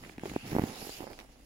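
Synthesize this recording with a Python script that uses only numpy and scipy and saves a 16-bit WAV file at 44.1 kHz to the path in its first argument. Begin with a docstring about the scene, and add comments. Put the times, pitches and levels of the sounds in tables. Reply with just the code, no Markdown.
"""Fine dry grains slide out of a plastic sack in one swelling hiss, close to a hand-held phone.
As the sack is shaken over dry grass, its wall buckles in dull pops that jolt the grains into spatters.
The plastic flutters, crinkles and rubs; soft swishes glide through the hiss.
Faint outdoor air and a low rumble lie underneath."""
import sys
import numpy as np
from scipy import signal
from scipy.fft import rfft, irfft
from scipy.io import wavfile
from scipy.ndimage import uniform_filter1d

SR = 44100
rng = np.random.default_rng(int(sys.argv[2]) if len(sys.argv) > 2 else 0)


def log_audio(samples):
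    """Write samples as a 16-bit WAV file to the path given in sys.argv[1]."""
    # one column per channel
    frames = np.atleast_2d(samples).T
    # limit to full scale, then quantise
    limited = np.clip(frames, -1, 1)
    pcm = np.round(limited * 32767).astype(np.int16)
    wavfile.write(sys.argv[1], SR, pcm)


N = 63945
T = np.arange(N) / SR
HZ = np.fft.rfftfreq(N, 1 / SR)


def amp(db):
    """Decibels to gain."""
    return 10 ** (np.asarray(db) / 20)


def unit(x):
    """Scales to rms 1."""
    return x / np.sqrt(np.mean(x ** 2) + 1e-20)


def curve(rows, column=1):
    """One column of a time table at every sample."""
    rows = np.array(rows)
    return np.interp(T, rows[:, 0], rows[:, column])


def at_hz(points, hz):
    """Reads a spectrum table on a log-frequency axis."""
    f, value = np.transpose(points)
    return np.interp(np.log(hz + 1), np.log(f + 1), value)


def pan(db):
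    """Stereo gains with mean 1; every pan is left minus right in dB."""
    gains = amp(np.array([np.atleast_1d(db), -np.atleast_1d(db)]) / 2)
    return gains / gains.mean(0)


def colour(x, eq):
    """Minimum-phase EQ, scaled to rms 1: the table sets only the tone."""
    log_gain = np.log(amp(at_hz(eq, abs(np.fft.fftfreq(N, 1 / SR)))))
    response = np.exp(np.conj(signal.hilbert(log_gain)))[:len(HZ)]
    return unit(irfft(rfft(x) * response, N))


def impacts(per_s, spread_db, channels=2):
    """Random tiny ticks of uneven size."""
    size = amp(spread_db * np.minimum(rng.exponential(1, (channels, N)), 4))
    polarity = rng.choice([-1, 1], (channels, N))
    hits = rng.random((channels, N)) < per_s / SR
    return unit(size * polarity * hits)


# Swell of the grain flow: t/s, relative level/dB
GRAIN_FLOW = [(0, -64.5), (.04, -62.5), (.125, -63.5), (.145, -70.5), (.18, -71.5), (.22, -66), (.26, -56),
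              (.31, -57), (.39, -61.5), (.45, -60.5), (.48, -53), (.6, -58.5), (.69, -52.5), (.72, -56.5),
              (.82, -53), (.9, -52.5), (.99, -55), (1.1, -67), (1.22, -65.5), (1.28, -72), (1.32, -69.5),
              (1.355, -73), (1.45, -70)]
# Bright, sandy tone of the hiss: f/Hz, level/dB
HISS_EQ = [(600, -31), (1200, -12), (1900, -4), (2750, 3), (3300, 0), (4100, -0.5), (4800, 0), (5600, 0),
           (6150, -4), (6900, -0.5), (7900, -9.5), (9100, -6.5), (10100, -8), (10800, -2.5), (12500, -11),
           (14000, -9.5), (15000, -17), (15800, -7.5)]
# Stereo spread of the hiss: f/Hz, pan/dB
HISS_IMAGE = [(500, -7), (1400, -6), (2100, -3.5), (2900, -4), (4300, 2.5), (5500, -6.5), (6300, -6),
              (7600, -14), (9200, -4), (11000, -13), (13800, -5.5), (15500, -4)]
def pouring(tick_share=0.4, patch_db=2.32, flicker_db=1, gain_db=2.5):
    """Thousands of grains slide and land, merging into a patchy hiss that follows the flow."""
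    ticks = impacts(per_s=4200, spread_db=3)
    hiss = np.sqrt(tick_share) * ticks + np.sqrt(1 - tick_share) * rng.standard_normal((2, N))
    bands = signal.stft(hiss, nperseg=256)[2]
    # Patches of the spectrum swell and sink while the whole level flickers.
    patches = uniform_filter1d(rng.standard_normal(bands.shape), size=4, axis=1)
    patches = unit(uniform_filter1d(patches, size=14, axis=2))
    flicker = unit(uniform_filter1d(rng.standard_normal(bands.shape[2]), size=2))
    hiss = signal.istft(bands * amp(patch_db * patches + flicker_db * flicker), nperseg=256)[1][:, :N]
    hiss = irfft(rfft(colour(hiss, HISS_EQ)) * pan(at_hz(HISS_IMAGE, HZ)), N)
    return hiss / hiss.mean(0).std() * amp(gain_db + curve(GRAIN_FLOW))


# Sweeps in the hiss: start t/s, end t/s, start f/Hz, end f/Hz, width/Hz, level/dB, pan/dB
SWISH_SWEEPS = [(.33, 0.468, 2450, 2850, 397, -53, -1), (.44, 0.718, 13900, 13950, 3900, -59, -19),
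                (.74, 0.825, 3720, 4200, 486, -54.5, -1), (.80, 0.897, 5240, 4850, 700, -55.5, 2),
                (0.892, 0.962, 4440, 5100, 350, -51.5, 6), (.76, 0.915, 10780, 12330, 1620, -53, -10),
                (0.837, 1.079, 13200, 13700, 2200, -60, 5), (0.87, 1.054, 2860, 2700, 800, -55.5, -5),
                (.93, 1.248, 4690, 5100, 1090, -63, 1)]
def swishes():
    """Soft gliding bands stand out of the hiss as the sack's mouth moves."""
    out = np.zeros((2, N))
    for start, end, start_hz, end_hz, width_hz, db, pan_db in SWISH_SWEEPS:
        progress = np.clip((T - start) / (end - start), 0, 1)
        centre_hz = start_hz + (end_hz - start_hz) * progress
        noise = rng.standard_normal((2, N)) + 1j * rng.standard_normal((2, N))
        band = signal.sosfilt(signal.butter(2, width_hz / 2, fs=SR, output="sos"), noise)
        sweep = unit((band * np.exp(2j * np.pi * np.cumsum(centre_hz) / SR)).real)
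        out += sweep * np.sin(np.pi * progress) * amp(db) * pan(pan_db)
    return out


# Pops of the wall: t/s, level/dB, direction (+1 out, -1 in), push width/s, wall f/Hz, swing-back gain
POPS = [(.0630, -40.5, 1, 0.00058, 320, 1.1), (.0975, -43.5, -1, 0.00027, 333, 2.1),
        (0.183, -34, -1, 0.0014, 250, 2.3), (0.2357, -24.5, -1, 0.00047, 207, 0.62),
        (0.2568, -26, -1, 0.00037, 330, 0.63), (0.2607, -30, 1, 0.00057, 338, 1.5),
        (0.3165, -29.5, 1, 0.00076, 223, 1.04), (0.3387, -34, 1, .0004, 300, 0.45),
        (.3630, -18, 1, 0.00052, 277, 1.2), (0.5199, -26.5, 1, 0.001, 204, 0.63),
        (0.5266, -28.5, 1, 0.0011, 220, 1.3), (.5308, -23, -1, .0009, 151, 1.4),
        (0.5398, -49, 1, .0005, 190, 1.6), (.5517, -24, 1, 0.00038, 254, 2.5),
        (.5649, -18.5, 1, 0.00043, 250, 1.7), (0.5854, -14, 1, 0.00039, 313, 0.33),
        (0.5949, -14.5, 1, 0.00073, 120, 1.17), (0.6201, -23, -1, 0.0011, 170, 1.3),
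        (0.6382, -18.5, 1, 0.0013, 212, 2), (0.8182, -35, -1, 0.00029, 376, 0.46),
        (0.8273, -35, -1, 0.0011, 217, 1.6), (0.8703, -40.5, -1, 0.00072, 386, 3.6),
        (.8943, -30, -1, 0.00048, 423, 0.41), (1.0062, -31.5, 1, 0.00047, 315, 1.74),
        (1.0309, -40, 1, 0.00019, 380, 0.85), (1.0417, -31.5, -1, 0.00059, 503, 0.61),
        (1.0694, -31.5, -1, 0.00037, 487, 0.32), (1.0754, -35.5, -1, 0.00015, 506, 1.06),
        (1.2480, -47, -1, 0.00021, 600, 0.6), (1.2930, -50, 1, 0.00046, 500, 0.6),
        (1.3590, -51.5, -1, 0.00023, 587, 0.66)]
# Body of the sack, ringing after a pop: f/Hz, relative level/dB, t60/s
BODY_MODES = [(92.5, -32, 0.19), (139.5, -20, 0.058), (231, -14.5, 0.034), (724, -12.5, 0.014),
              (843, -19.5, 0.017), (1620, -15, 0.0038), (2200, -21, 0.0027)]
def buckles(wall_t60_s=0.015, wall_lag_s=0.00014, tip_gain=0.15, tip_s=0.000051, lowpass_hz=2600):
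    """Each pop is a short pointed push of air, then a heavily damped swing of the wall."""
    out = np.zeros(N)
    for onset, db, direction, width_s, wall_hz, swing in POPS:
        push = np.exp(-((T - onset) / width_s) ** 2) + tip_gain * np.exp(-((T - onset) / tip_s) ** 2)
        t = np.maximum(T - onset - wall_lag_s, 0)
        wall = swing * np.sin(2 * np.pi * wall_hz * t) * 1000 ** (-t / wall_t60_s)
        ring = np.zeros(N)
        for hz, mode_db, t60 in BODY_MODES:
            detune = rng.uniform(0.97, 1.02)
            ring += amp(mode_db) * 1000 ** (-t / t60) * np.sin(2 * np.pi * hz * detune * t)
        out += direction * amp(db) * (push - wall - ring)
    lowpass = 1 / np.sqrt(1 + (HZ / lowpass_hz) ** 10)
    return place_sack(irfft(rfft(out) * lowpass, N))


# Bright tone of jolted grains: f/Hz, level/dB
RATTLE_EQ = [(1000, -5.5), (1600, 10), (2150, 8.5), (3000, -21), (6000, -9), (8000, -8), (11000, -1),
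             (16000, -11)]
def rattle(decay_s=0.0025, gain_db=32.5):
    """Each pop jolts the sliding grains into a short spatter, louder when more are flowing."""
    jolts = sum(amp(db) * (T >= onset) * np.exp(-abs(T - onset) / decay_s) for onset, db, *_ in POPS)
    spatter = colour(rng.standard_normal((2, N)), RATTLE_EQ)
    return spatter * jolts * amp(gain_db + curve(GRAIN_FLOW)) * pan(db=-2.5)


# Envelopes of the wall's flutter: t/s, deep level/dB, patter level/dB
FLUTTER_LEVELS = [(0, -51, -61.5), (.06, -52.5, -55.5), (.11, -61, -62), (.16, -59, -67), (.22, -54, -62.5),
                  (.26, -50, -50), (.31, -39.5, -61), (.36, -52.5, -57), (.41, -61.5, -66),
                  (.45, -45, -53.5), (.52, -41.5, -51), (.62, -39, -46), (.67, -45, -45.5),
                  (.72, -50.5, -49), (.76, -73, -46), (.9, -62, -52), (.97, -64, -57.5), (1.03, -48, -44),
                  (1.06, -55.5, -59), (1.12, -57, -48), (1.16, -61, -58.5), (1.21, -74, -51.5),
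                  (1.28, -64, -67.5), (1.45, -74, -66)]
# Bassy tone of the deep flutter: f/Hz, level/dB
DEEP_EQ = [(30, -29), (70, 4.5), (110, 5), (260, 5), (400, -1.5), (600, -20.5), (1200, -16), (4000, -57.5)]
# Low-mid tone of the light patter: f/Hz, level/dB
PATTER_EQ = [(60, -34), (200, 1), (380, 0.5), (550, -2.5), (780, -0.5), (1000, -7), (1350, -12.5),
             (4000, -31.5)]
def flutter(per_s=1100, spread_db=3.5):
    """Countless small dents and grains knock on the sack wall."""
    deep = colour(impacts(per_s, spread_db, channels=1)[0], DEEP_EQ)
    deep *= amp(curve(FLUTTER_LEVELS, column=1))
    patter = colour(impacts(per_s, spread_db, channels=1)[0], PATTER_EQ)
    patter *= amp(curve(FLUTTER_LEVELS, column=2))
    return place_sack(deep) + place_sack(patter) * pan(db=1)


# Pan automation of the sack: t/s, pan/dB
SACK_PATH = [(0, -8), (.25, -4.5), (.36, -6.5), (.56, -7.5), (.65, -9.5), (.82, -10.5), (1.07, -12),
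             (1.3, -10)]
# Shading by the phone: f/Hz, added pan/dB
PHONE_SHADE = [(50, 4.5), (130, 7), (260, 5.5), (520, 0.5), (1000, 2.5), (2500, -2.5)]
def place_sack(x, left_lag_s=0.00021):
    """The sack is nearer the right microphone; the phone shades its mids more than its bass."""
    left = np.interp(T - left_lag_s, T, x)
    stereo = np.array([left, x]) * pan(curve(SACK_PATH))
    return irfft(rfft(stereo) * pan(at_hz(PHONE_SHADE, HZ)), N)


# Snapping creases: t/s, level/dB, decay/s, bright share of the power
CREASE_HITS = [(0.0373, -39.5, 0.0018, 0.019), (0.0485, -43.5, 0.0031, 0.24), (0.095, -40, 0.003, 0),
               (0.1813, -41, 0.0021, 0), (0.1958, -43, 0.00089, 0), (.2568, -37, 0.0014, 0.15),
               (0.2965, -37.5, 0.0044, 0.27), (0.3368, -38, 0.0019, 0.044), (0.3597, -35, 0.001, .02),
               (0.5142, -40, 0.002, .1), (0.529, -53, 0.0017, 0.42), (.6190, -35, 0.0011, 0.26),
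               (0.6395, -44.5, 0.0035, 1), (.8170, -39, .002, .05), (1.1175, -50, 0.0017, 0.17),
               (1.1316, -38.5, 0.0016, 0.65), (1.1899, -37, 0.0013, 1), (1.195, -42.5, 0.0011, 0.17),
               (1.2003, -41.5, 0.0022, 0.95), (1.2101, -45.5, 0.0031, .5)]
# Midrange crack of a crease: f/Hz, level/dB
DULL_EQ = [(150, -26), (600, 6.5), (1300, -5.5), (2300, 12), (3200, -12.5), (5000, -20), (16000, -41)]
# Crisp, broad snap of a crease: f/Hz, level/dB
BRIGHT_EQ = [(200, 2), (1500, -1.5), (2300, -2), (3000, 2), (4800, -5), (7500, -20), (11000, -17),
             (16000, -24)]
def crinkles():
    """Sharp creases snap in bursts of a few milliseconds."""
    dull = colour(rng.standard_normal((2, N)), DULL_EQ)
    bright = colour(rng.standard_normal((2, N)), BRIGHT_EQ)
    out = np.zeros((2, N))
    for onset, db, decay_s, bright_share in CREASE_HITS:
        envelope = amp(db) * (T >= onset) * np.exp(-abs(T - onset) / decay_s)
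        out += envelope * (np.sqrt(1 - bright_share) * dull + np.sqrt(bright_share) * bright)
    return out * pan(db=-1.5)


# Envelope of the rubbing plastic: t/s, level/dB
RUB_LEVEL = [(0, -87), (.04, -54), (.1, -63), (.15, -62.5), (.22, -58), (.26, -56), (.32, -57),
             (.42, -58.5), (.52, -49), (.62, -52), (.72, -56), (.9, -61), (1.1, -62), (1.17, -105),
             (1.21, -65.5), (1.26, -69), (1.45, -73)]
# Raspy tone of the rub: f/Hz, level/dB
RUB_EQ = [(500, -5), (1200, -5), (2100, 0), (2700, -6.5), (3500, -11.5), (8000, -47), (16000, -20)]
def rubbing():
    """Folds of plastic scrape over each other."""
    scrape = colour(impacts(per_s=2500, spread_db=4), RUB_EQ)
    return scrape * amp(curve(RUB_LEVEL)) * pan(db=-1.5)


# Outdoor bed, rumble with a faint airy top: f/Hz, level/dB
AIR_EQ = [(15, -18), (30, 1), (42, -4.5), (55, 4.5), (72, -19.5), (105, -11.5), (190, -21), (270, -9.5),
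          (370, -26), (800, -28.5), (1400, -39), (2300, -32), (3600, -47), (5300, -41), (8000, -50),
          (10800, -35), (12500, -59), (15800, -50)]
# Stereo width of the bed: f/Hz, left-right correlation
AIR_CORRELATION = [(30, 0.91), (300, .95), (800, 0), (1500, 0), (16000, 0.19)]
def air(level_db=-58.5):
    """Steady outdoor air, nearly mono in the bass and wide above."""
    left, independent = rfft(rng.standard_normal((2, N)))
    likeness = at_hz(AIR_CORRELATION, HZ)
    right = likeness * left + np.sqrt(1 - likeness ** 2) * independent
    bed = colour(irfft(np.array([left, right]), N), AIR_EQ)
    return bed * amp(level_db) * pan(db=2.5)


def scene():
    """The sack and its grains over the outdoor air."""
    sack = buckles() + rattle() + flutter() + crinkles() + rubbing()
    return pouring() + swishes() + sack + air()


def record(dry):
    """The phone's band limit cuts the very top."""
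    lowpass = signal.firwin(511, cutoff=15850, window=("kaiser", 9), fs=SR)
    return signal.oaconvolve(dry, lowpass[None], "same")


dry = scene()
out = record(dry)
log_audio(out)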